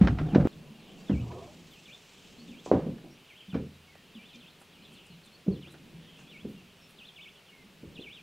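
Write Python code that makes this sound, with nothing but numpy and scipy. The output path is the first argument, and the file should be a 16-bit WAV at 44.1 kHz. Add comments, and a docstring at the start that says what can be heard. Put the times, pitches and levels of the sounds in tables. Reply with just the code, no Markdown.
"""At once a wooden canoe bumps and grates on shore rock; after half a second that sound stops with a click.
Then the hull is hauled out of the lake and shouldered: bubbles slosh, gear and grass rustle, and blows boom
hollowly, thinning out towards the end. Birds and wavelets sound throughout. Blows are short swinging pushes
that ring the hull; water is many small bubble tones; birds are gliding whistles with echoes;
grating, grass, air and wavelets are coloured noise."""
import sys
import numpy as np
from scipy import signal
from scipy.fft import rfft, irfft, next_fast_len
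from scipy.io import wavfile
from scipy.ndimage import uniform_filter1d, map_coordinates

SR = 44100
rng = np.random.default_rng(int(sys.argv[2]) if len(sys.argv) > 2 else 0)


def inscribe(sig):
    """Save sig as 16-bit PCM at rate SR to the path in sys.argv[1].

    A 1-D sig is mono; a 2-D sig holds one channel per row.
    Samples are clipped to [-1, 1] before scaling.
    """
    pcm = np.round(np.clip(np.atleast_2d(sig).T, -1, 1) * 32767)
    wavfile.write(sys.argv[1], SR, pcm.astype(np.int16))


N = 362502  # length in samples, about 8.2 s


def amp(db):
    """Turn decibels into gain."""
    return 10 ** (np.asarray(db) / 20)


def unit(x):
    """Scale to an rms of 1."""
    return x / np.sqrt(np.mean(x ** 2) + 1e-20)


def along(points, hz):
    """Read a curve of (Hz, value) points, joined by lines over a logarithmic pitch axis."""
    f, v = np.transpose(points)
    return np.interp(np.log(hz + 1), np.log(f + 1), v)


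def level(rows):
    """Gain for every sample, from rows of time in seconds and level in dB."""
    return amp(np.interp(np.arange(N) / SR, *np.transpose(rows)))


def wobble(rate):
    """A smooth random curve through `rate` random points a second."""
    knots = rng.standard_normal(int(N * rate / SR) + 4)
    return map_coordinates(knots, [np.arange(N) * rate / SR])


def filtered(x, response):
    """Multiply the spectrum of x by a response that depends on frequency."""
    n = x.shape[-1]
    padded = next_fast_len(n + SR // 5)
    spectrum = rfft(x, padded) * response(np.fft.rfftfreq(padded, 1 / SR))
    return irfft(spectrum, padded)[..., :n]


def noise(spectrum, size=N):
    """Noise of rms 1, coloured by a curve of (Hz, dB) points."""
    return unit(filtered(rng.standard_normal(size), lambda hz: amp(along(spectrum, hz))))


def tail(decay, size=SR // 2):
    """A dense noisy ring of energy 1 in which each frequency dies away at its own speed."""
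    hz, t, z = signal.stft(rng.standard_normal(size), SR, nperseg=256)
    fading = z * amp(-60 * t / along(decay, hz)[:, None])
    ring = signal.istft(fading, SR, nperseg=256)[1][:size]
    return ring / np.linalg.norm(ring)


def add(track, s, sound):
    """Mix a sound into the track from time s in seconds."""
    part = track[max(round(s * SR), 0):][:len(sound)]
    part += sound[:len(part)]


# How far the surroundings spread to the sides; long waves reach both ears nearly alike.
# Each row: frequency in Hz, relative level of the side signal in dB.
WIDTH = [(60, -17), (250, -4), (500, -5), (1000, -1.5), (2000, -3), (6000, -4)]


def wide(mid, side, side_db):
    """Make left and right by adding and subtracting a weaker side signal."""
    side = filtered(side, lambda hz: amp(side_db + along(WIDTH, hz)))
    return np.array([mid + side, mid - side])


def swoop(length, start_hz, middle_hz, end_hz, waver=.025):
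    """One whistled syllable: a pure tone gliding through three pitches, a little unsteady."""
    u = np.linspace(0, 1, int(length * SR))
    hz = np.interp(u, [0, .5, 1], [start_hz, middle_hz, end_hz])
    hz = uniform_filter1d(hz, len(u) // 10, mode="nearest")  # round off the bend
    shake = rng.standard_normal(size=24)
    hz = hz * (1 + waver * np.interp(u, np.linspace(0, 1, len(shake)), shake))
    fade = np.minimum(1, 10 * np.minimum(u, 1 - u))
    return fade * np.sin(2 * np.pi * np.cumsum(hz) / SR)


# Echo of the woods, shorter for high sounds. Each row: frequency in Hz, time to fade by 60 dB in seconds.
WOODS = [(200, .6), (3000, 0.25), (8000, 0.11)]


def far_birds(pitch_hz=3050, spread=.15, blur_db=0, count=220):
    """Many distant syllables at random times, smeared by the echo of the woods."""
    song = np.zeros(N)
    timings = rng.random((count, 2))
    voices = rng.standard_normal((count, 5))
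    for (when, span), (size, register, *turns) in zip(timings, voices):
        pitches = pitch_hz * np.exp(spread * (register / 2 + np.array(turns)))
        add(song, when * N / SR, amp(size) * swoop(.04 + 0.11 * span, *pitches))
    echoes = [signal.fftconvolve(song, tail(WOODS))[:N] for ear in range(2)]
    return unit(song + amp(blur_db) * wide(*echoes, side_db=-12.5))


# Colour of the still air. Each row: frequency in Hz, relative level in dB.
AIR = [(15, -35), (25, -15), (102, -5.5), (169, -4.5), (299, -13.5), (391, -7), (688, -12.5), (1630, -14.5),
       (2020, -14), (2650, -9.5), (3290, -13), (4300, -16.5), (6280, -22.5), (14500, -31), (15700, -33.5)]
# Wavelets on the shore. Each row: time in seconds, level in dB before its random wobble.
LAP = [(.5, -58), (.7, -53.5), (1.45, -52), (1.8, -60), (2.6, -51.5), (3.1, -56.5), (3.3, -65.5),
       (5.3, -60.5), (6.1, -56.5), (7.3, -67), (7.8, -59)]
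# Colour of the wavelets. Each row: frequency in Hz, relative level in dB.
WAVELETS = [(60, -7.5), (120, -9.5), (165, 6.5), (250, 0), (450, -8.5), (800, -20.5), (2000, -50)]
# Swells of the distant birds. Each row: centre in seconds, swell in dB before the mix of song and haze.
CHORUS = [(.9, -61.5), (2.3, -63.5), (3.35, -64), (4.3, -64), (5.0, -62), (6.15, -62), (6.75, -68),
          (7.2, -74)]
# Colour of the blurred far birdsong. Each row: frequency in Hz, relative level in dB.
FAR_SONG = [(1500, -38), (2100, -8.5), (2550, 12), (3300, 14.5), (4200, -23), (5500, -23.5), (8000, -67)]
CHORUS_SWELL_S, CHORUS_REST_DB = 0.13, -71  # spread (sigma) of a swell; level between swells, before the mix


def lakeside(air_db=-59.5, lap_db=0, chorus_db=-4.5, haze_db=-7):
    """Still air, lapping wavelets and a haze of far birdsong, all noise, under swelling far birds."""
    air = amp(air_db) * wide(noise(AIR), noise(AIR), side_db=-11.0)
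    lap_gain = level(LAP) * amp(lap_db + 3.3 * wobble(6.7))
    lap = lap_gain * wide(noise(WAVELETS), noise(WAVELETS), side_db=-9)
    haze = amp(haze_db) * wide(noise(FAR_SONG), noise(FAR_SONG), side_db=-32.0)
    t = np.arange(N) / SR
    swells = amp(CHORUS_REST_DB)
    for s, db in CHORUS:
        swells = swells + amp(db) * np.exp(-.5 * ((t - s) / CHORUS_SWELL_S) ** 2)
    return air + lap + swells * (amp(chorus_db) * far_birds() + haze)


SWING_OCTAVES, NOTE_EDGE_S = .35, 0.0058  # reach of a warble either side of its centre; fade in and out


def warble(length, rate, centre_hz, waver=0.0242, sharp=.9):
    """A whistle whose pitch swings down and up about its centre, with quick turns."""
    t = np.arange(int(length * SR)) / SR
    # near 1 the swing is a zigzag, near 0 a smooth wave; it starts at the top
    swing = np.arcsin(sharp * np.cos(2 * np.pi * rate * t)) / np.arcsin(sharp)
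    shake = np.interp(t, np.linspace(0, length, num=32), rng.standard_normal(size=32))
    hz = centre_hz * 2 ** (SWING_OCTAVES * swing) * (1 + waver * shake)
    fade = np.minimum(1, np.minimum(t, length - t) / NOTE_EDGE_S)
    return fade * np.sin(2 * np.pi * np.cumsum(hz) / SR)


# Phrases of the nearest songbird, each falling from the top of its swing.
# Each row: start in seconds, length in seconds, swings per second, centre pitch in Hz, level in dB before the mix.
SONG = [(0.262, .1, 5.7, 2980, -59), (1.066, 0.16, 4.9, 2880, -55.5), (1.697, 0.1, 6.4, 3210, -60),
        (1.848, 0.11, 10.6, 2946, -52.5), (2.473, .14, 7.1, 2990, -57), (3.268, 0.17, 8.5, 2700, -59.5),
        (3.487, 0.073, 8.2, 2980, -56), (3.874, 0.12, 2.1, 1745, -65), (4.132, 0.23, 6.75, 2974, -58),
        (4.385, 0.13, 8, 3270, -58.5), (4.716, 0.17, 6.6, 3057, -62), (4.945, 0.062, 8.4, 3500, -58),
        (5.514, .07, 6.1, 3600, -58.5), (5.609, .1, 11.5, 3185, -55), (6.295, .125, 7.9, 2767, -55.5),
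        (6.971, 0.13, 9.9, 3186, -53), (7.157, 0.14, 14, 2850, -51.5), (7.517, 0.12, 0.72, 1705, -65.5),
        (7.946, 0.071, 14.3, 3240, -51), (8.012, 0.19, 7.75, 2894, -50.5)]
# A second bird's thin gliding chips; a negative fall rises.
# Each row: start in seconds, middle pitch in Hz, fall in octaves, level in dB before the mix.
CHIPS = [(0.491, 3780, .5, -62), (0.979, 4640, 0.038, -64), (2.38, 4400, -.2, -60),
         (3.098, 5540, -0.12, -64), (3.39, 3130, 0, -55.5), (3.71, 3930, 0.12, -65.5),
         (4.32, 3480, .5, -56), (4.82, 3710, 0.48, -58.5), (5.1, 4030, .2, -60.5),
         (5.229, 3870, 0.42, -59.5), (5.32, 4360, 0, -60.5), (6.27, 3550, -.3, -57.5),
         (6.56, 2730, 0.23, -61), (6.81, 5400, 0.016, -63), (6.955, 4700, .2, -69), (7.349, 3100, .4, -59),
         (7.459, 3100, .4, -60)]
CHIP_LENGTH_S = .055  # all chips are equally short


def bird(direct_db=-2, trunks_db=-6, echo_db=-5, flutter_db=2):
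    """Warbles and thin chips, smeared by the nearest trunks and trailed by the echo of the woods."""
    song = np.zeros(N)
    for s, length, rate, centre_hz, db in SONG:
        add(song, s, amp(db) * warble(length, rate, centre_hz))
    for s, hz, fall, db in CHIPS:
        pitches = hz * 2 ** (fall * np.array([.5, 0, -.5]))
        add(song, s, amp(db) * swoop(CHIP_LENGTH_S, *pitches))
    song *= amp(flutter_db * wobble(90))
    echoes = []
    for ear in range(2):
        woods = amp(echo_db) * tail(WOODS)
        trunks = amp(trunks_db) * tail([(200, .08), (8000, 0.018)])  # (Hz, seconds to fade by 60 dB)
        echoes.append(signal.fftconvolve(song, woods + trunks)[:N])
    return amp(direct_db) * song + wide(*echoes, side_db=-16)


# The hull brushing through grass. Each row: time in seconds, level in dB before SLIDE_DB is added.
SLIDE = [(0.5, -78), (0.77, -87), (0.98, -71), (2.12, -67.5), (2.63, -73), (2.65, -58.5), (2.9, -90)]
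SLIDE_DB = 6  # lifts the whole swish
# Colour of the grass. Each row: frequency in Hz, relative level in dB.
GRASS = [(400, -21), (1200, -6), (3000, 10.5), (4500, 5.5), (6000, 5.5), (7700, 4.5), (9000, -8),
         (14000, -27)]
# Gear and twigs rustling.
# Each row: centre in seconds, level in dB, rise and fall time in seconds, middle of its band in Hz.
RUSTLES = [(.025, -76, 0.0067, 5900), (1.727, -66.5, .02, 13000), (2.66, -51.5, 0.005, 6300),
           (4.358, -58, .008, 5330), (4.618, -62, .016, 8800), (4.94, -63.5, .017, 8650),
           (5.068, -62, 0.0077, 7950), (5.261, -62, .012, 8460), (5.723, -61, .015, 8900),
           (6.202, -63, 0.026, 6500), (6.5, -68, 0.027, 11800), (6.907, -64.5, 0.017, 9940)]


def rustles(grain_db=3, width_octaves=0.33):
    """Grass, straps and twigs: bands of noise made crackly by a fast random wobble in level."""
    out = amp(SLIDE_DB) * level(SLIDE) * unit(noise(GRASS) * amp(2.0 * wobble(100)))
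    t = np.arange(SR // 2) / SR - 1 / 4
    grains = amp(grain_db * wobble(400))[:len(t)]
    for s, db, length, hz in RUSTLES:
        band = lambda f: np.exp(-.5 * (np.log2((f + 1) / hz) / width_octaves) ** 2)
        swish = unit(filtered(rng.standard_normal(len(t)) * grains, band))
        add(out, s - 1 / 4, amp(db) * swish * np.exp(-abs(t) / length))
    return out


def bubble(hz, life_cycles=16, rise=0.02):
    """A pocket of air rings softly, swelling and fading as its pitch rises a little."""
    cycles = np.arange(int(5 * life_cycles * SR / hz)) / SR * hz
    age = cycles / life_cycles
    envelope = 2 * age * np.exp(1 - 2 * age)
    return envelope * np.sin(2 * np.pi * cycles * (1 + rise * age))


# Wash of bubbles under the hull. Each row: time in seconds, level in dB.
SLOSH = [(.5, -69), (1.2, -58), (1.351, -45), (1.6, -68.5), (2.6, -69), (2.8, -97.5)]
# Single gurgling pockets of air. 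Each row: start in seconds, level in dB, pitch in Hz.
GURGLES = [(1.305, -44.5, 956), (1.355, -46, 486), (1.37, -45.5, 380), (1.39, -54, 1076),
           (1.415, -43.5, 659), (1.47, -51, 577)]


def slosh(pitch_hz=620, spread_octaves=1, count=3500):
    """A wash of many small bubbles and a few gurgles as the hull leaves the water."""
    water, end = np.zeros(N), SLOSH[-1][0]
    for when, pitch, size in rng.random((count, 3)):
        hz = pitch_hz * 2 ** (spread_octaves * (2 * pitch - 1))
        add(water, when * end, size * bubble(hz, life_cycles=8.3))
    water = level(SLOSH) * water / np.std(water[:round(end * SR)])
    for s, db, hz in GURGLES:
        add(water, s, amp(db) * bubble(hz))
    return water


# Colour of the dense plank ringing. Each row: frequency in Hz, relative level in dB.
PLANKS = [(40, -39.5), (150, 8.5), (500, -8), (1200, 0.5), (2500, -32), (8000, -4.5)]
# How long the planks ring. 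Each row: frequency in Hz, time to fade by 60 dB in seconds.
PLANK_DECAY = [(60, 0.14), (200, 0.47), (500, 0.27), (1200, 0.33), (4000, .25)]


def knock(hz, swell, ring_db, hull, modes_db=-3, planks_db=-3, scatter_db=0.5, lowest=0.34):
    """The struck planks swing for a few cycles and set the whole hull ringing."""
    t = np.arange(SR // 2) / SR
    age = t * hz / max(swell, .2)  # the push is strongest at age 1
    push = age * np.exp(1 - np.minimum(age, 100)) * np.sin(2 * np.pi * hz * t)
    # planks radiate little below their pitch
    push = signal.lfilter(*signal.butter(2, lowest * hz, "high", fs=SR), push)
    gains = amp(scatter_db * rng.standard_normal(len(hull)))
    phases = np.exp(2j * np.pi * rng.random(len(hull)))
    modes = ((gains * phases) @ hull).real
    planks = filtered(tail(PLANK_DECAY), lambda f: amp(along(PLANKS, f)))
    spreading = 1 - np.exp(-t / 0.007)  # the wave takes time to spread along the hull
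    sound = push
    for body, db in (modes, modes_db), (planks, planks_db):
        ring = signal.fftconvolve(push[:SR // 6], body * spreading)[:len(t)]
        ring = ring * np.linalg.norm(push) / np.linalg.norm(ring)  # as strong as the push
        sound = sound + amp(ring_db + db) * ring
    return sound


RIB_RATIO, RIB_LAG_S, RIB_RING_DB = 1.95, 0.00501, 1  # ribs: pitch over the planks', delay, ring before trims
REBOUND_S, REBOUND_LOSS_DB = .02, 4.5  # average time between contacts; level lost from one to the next
SETTLE_HZ, PITCH_KEPT = 128.6, 0.55  # pitch of the broad bottom planks; share of the gap left each time


def blow(hz, swell, ring_db, rib_db, rebound_db, hull, rebound_cycles=0.63, rebound_ring_db=-6,
         uneven=0.069, count=3):
    """Struck planks, stiff ribs nearly an octave higher, then ever weaker rebounds nearing the bottom's pitch."""
    sound = np.zeros(SR * 3 // 4)
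    add(sound, 0, knock(hz, swell, ring_db, hull))
    add(sound, RIB_LAG_S, amp(rib_db) * knock(RIB_RATIO * hz, 0.75, RIB_RING_DB, hull))
    for k, early_late in enumerate(rng.standard_normal(count)):
        hz = SETTLE_HZ * (hz / SETTLE_HZ) ** PITCH_KEPT
        contact = knock(hz, rebound_cycles, rebound_ring_db, hull)
        when = REBOUND_S * (k + 1 + uneven * early_late)
        add(sound, when, amp(rebound_db - k * REBOUND_LOSS_DB) * contact)
    return sound


# Blows on the wooden hull. Each row: start in seconds, level in dB, pitch of the struck planks in Hz,
# cycles to swell, hull ring in dB before trims, level of the ribs in dB, level of the first rebound in dB.
KNOCKS = [(0.012, -4.5, 185.7, 0.97, -7.5, -31, -20), (.092, -18, 118, 0.39, 2.5, -12, -2.5),
          (.21, -26.5, 154, 2, -2, -11, -12), (.332, -17, 184, 1.23, -11, -14.5, -3),
          (.359, -3, 269, 0.36, -9, -13.5, -8), (0.453, -13, 297, 0.44, -4.5, -15.5, -8),
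          (1.097, -16, 246, 0.9, -3, -11, 0), (1.199, -34, 115.5, 1.5, 3.5, -27, -10),
          (2.662, -26, 520, 0.32, 1.5, -16, -20), (2.715, -4.5, 470, 0.39, 1.5, -23, -10),
          (2.863, -29.5, 231, 1.07, 2.5, 1.5, 0), (3.041, -39, 335, 0.55, 4, -7, -7),
          (3.532, -27.5, 181, 0.9, -4, -16, -10), (3.55, -22.5, 226, 0.5, 3, -1.5, -5),
          (5.463, -34.5, 285, 1.3, 1.5, -6.5, -10), (5.479, -15, 193, 1.03, -8.5, -7.5, -18),
          (5.517, -38, 232, 0.33, -7, 0, 1), (6.446, -30.5, 211, 1.1, 1.5, -2.5, -9),
          (7.832, -36, 229, 0.4, -3, -6, -11), (7.99, -35, 223, 0.44, -10, -3.5, -18)]
# Tones of the hollow hull. Each row: pitch in Hz, relative level in dB, time to fade by 60 dB in seconds.
HULL = [(64, 26.5, 0.2), (82.9, 5.5, 0.93), (120, 3.5, 0.35), (143, -1.5, 0.876), (166.8, 1, 0.16),
        (197, -15.5, 0.27), (229.7, 7.5, 0.19), (259.4, -6.5, 0.47), (281.3, 14, 0.28), (338.5, 15, 0.27),
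        (401.4, 9, 0.21), (415, -0.5, 0.28), (459, -4.5, 0.39), (517, 1, 0.45), (574, 0, 0.36),
        (685, -3, 0.33), (757, 11, 0.23), (855, -8, 0.33), (988, 15, 0.21), (1262, -11.5, .25),
        (1519, -47, 0.22)]
# The weight of the whole hull landing. Each row: start in seconds, level in dB, pitch in Hz.
THUDS = [(.03, -24, 60), (.165, -41, 70), (0.379, -27, 70), (1.129, -28, 72), (1.215, -41, 71.6),
         (2.74, -35, 91), (3.578, -32, 78), (5.499, -31.5, 88), (7.866, -47, 90)]
THUD_CYCLES, THUD_RING_DB = 0.67, -4  # cycles to swell; hull ring before trims
# The hull flexing under its load with a soft hum. Each row: start in seconds, level in dB, pitch in Hz.
FLEXES = [(0.561, -39.5, 153.6), (0.701, -44, 220), (1.3, -39, 120), (2.38, -45, 220), (2.49, -41.5, 245),
          (3.48, -44.5, 187), (4.151, -42.5, 216), (4.348, -49, 229), (5.099, -46.5, 170),
          (5.67, -48.5, 330), (5.94, -46, 159), (6.191, -48.5, 153), (6.425, -45, 176), (7.643, -53, 194)]
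FLEX_CYCLES, FLEX_RING_DB = 1.8, 0.5  # cycles to swell; hull ring before trims
# Hard clacks of wood. Each row: start in seconds, level in dB, time to fade by 60 dB in seconds.
CLACKS = [(.012, -36.5, 0.31), (0.0722, -23, 0.051), (.083, -29.5, 0.052), (.186, -33.5, 0.1),
          (.348, -26, 0.085), (.408, -37.5, 0.063), (1.094, -43, .2), (1.316, -41.5, 0.045),
          (2.716, -42, 0.43), (2.982, -52, 0.047), (3.528, -52, 0.1), (3.543, -40, 0.18),
          (3.953, -48.5, .04), (4.614, -54, 0.092), (5.672, -56.5, 0.15), (5.742, -50, 0.11),
          (6.19, -58.5, 0.28)]
# Colour of the clacks. Each row: frequency in Hz, relative level in dB.
CLACK = [(200, 2.5), (700, 13), (1000, 6.5), (1550, 8.5), (2400, -0.5), (3500, -6), (6000, -16.5),
         (9000, -43), (15000, -83.5)]
# The keel grating on rock. Each row: time in seconds, level in dB.
GRATE = [(0, -40), (.03, -26), (.11, -33), (.16, -41), (.23, -31), (.3, -39.5), (.34, -31), (.38, -32.5),
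         (.47, -29.5)]
# Colour of the grating. Each row: frequency in Hz, relative level in dB.
GRIT = [(15, -43), (25, 5.5), (174, -0.5), (231, 1), (314, 0.5), (631, -18.5), (718, -8), (1030, -26),
        (1270, -17.5), (1770, -26), (3560, -38), (5120, -44), (12000, -60), (15600, -101), (22000, -120)]
BREAK_S = .473  # sounds begun before this moment stop here


def canoe(grit_db=3, fade_s=0.0002, contact_s=0.00035, click_db=-32):
    """Ringing booms, noisy clacks and a grating keel; the earliest sounds stop together with a click."""
    early, late, t = np.zeros(N), np.zeros(N), np.arange(SR // 2) / SR
    hull = np.array([amp(db - 60 * t / t60) * np.exp(2j * np.pi * hz * t) for hz, db, t60 in HULL])
    for s, db, *contact in KNOCKS:
        add(early if s < BREAK_S else late, s, amp(db) * blow(*contact, hull))
    for s, db, hz in THUDS:
        thud = knock(hz, THUD_CYCLES, THUD_RING_DB, hull)
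        add(early if s < BREAK_S else late, s, amp(db) * thud)
    for s, db, hz in FLEXES:
        add(late, s, amp(db) * knock(hz, FLEX_CYCLES, FLEX_RING_DB, hull))
    for s, db, t60 in CLACKS:
        envelope = amp(db - 60 * t / t60) * (1 - np.exp(-t / contact_s))
        add(early if s < BREAK_S else late, s, envelope * noise(CLACK, size=len(t)))
    # the keel catches and slips on the grain of the rock
    slips = rng.standard_normal(N) * amp(grit_db * wobble(153))
    early += level(GRATE) * unit(filtered(slips, lambda hz: amp(along(GRIT, hz))))
    add(late, BREAK_S, amp([click_db]))  # a click of one sample
    stop = np.clip((BREAK_S - np.arange(N) / SR) / fade_s, 0, 1)
    return early * stop + late


# Sound thrown sideways by rock and ground. Each row: frequency in Hz, side level in dB.
SCATTER = [(60, -38), (200, -38), (380, -30), (700, -22), (1300, -15), (2400, -15), (8000, -17)]
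# The canoe lies a little to the right. Each row: frequency in Hz, left level minus right level in dB.
LEAN = [(60, -.02), (125, -.18), (250, -.4), (500, -.8), (1000, -1.5), (2500, -.4), (6000, 0)]


def scene():
    """The canoe lies almost straight ahead; rock and ground scatter its sound to the sides."""
    boat = canoe() + slosh() + rustles()
    # random phases smear the sound in time without colouring it
    ground = irfft(np.exp(1j * np.angle(rfft(rng.standard_normal(SR // 40)))))
    smeared = signal.fftconvolve(boat, ground)[:N]
    side = filtered(smeared, lambda hz: amp(along(SCATTER, hz)))
    pair = np.array([boat + side, boat - side])
    pair = filtered(pair, lambda hz: amp(np.outer([.5, -.5], along(LEAN, hz))))
    return pair + bird() + lakeside()


TOP_HZ = 15780  # band limit


def record(dry, hiss_db=-77):
    """The microphone adds a faint hiss of bright noise; nothing is kept above the band limit."""
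    bright = [(5000, -27), (11000, -7.5), (15500, -2.0)]  # (Hz, relative dB)
    hiss = amp(hiss_db) * wide(noise(bright), noise(bright), side_db=-12.0)
    return filtered(dry + hiss, lambda hz: hz < TOP_HZ)


dry = scene()
out = record(dry)
inscribe(out)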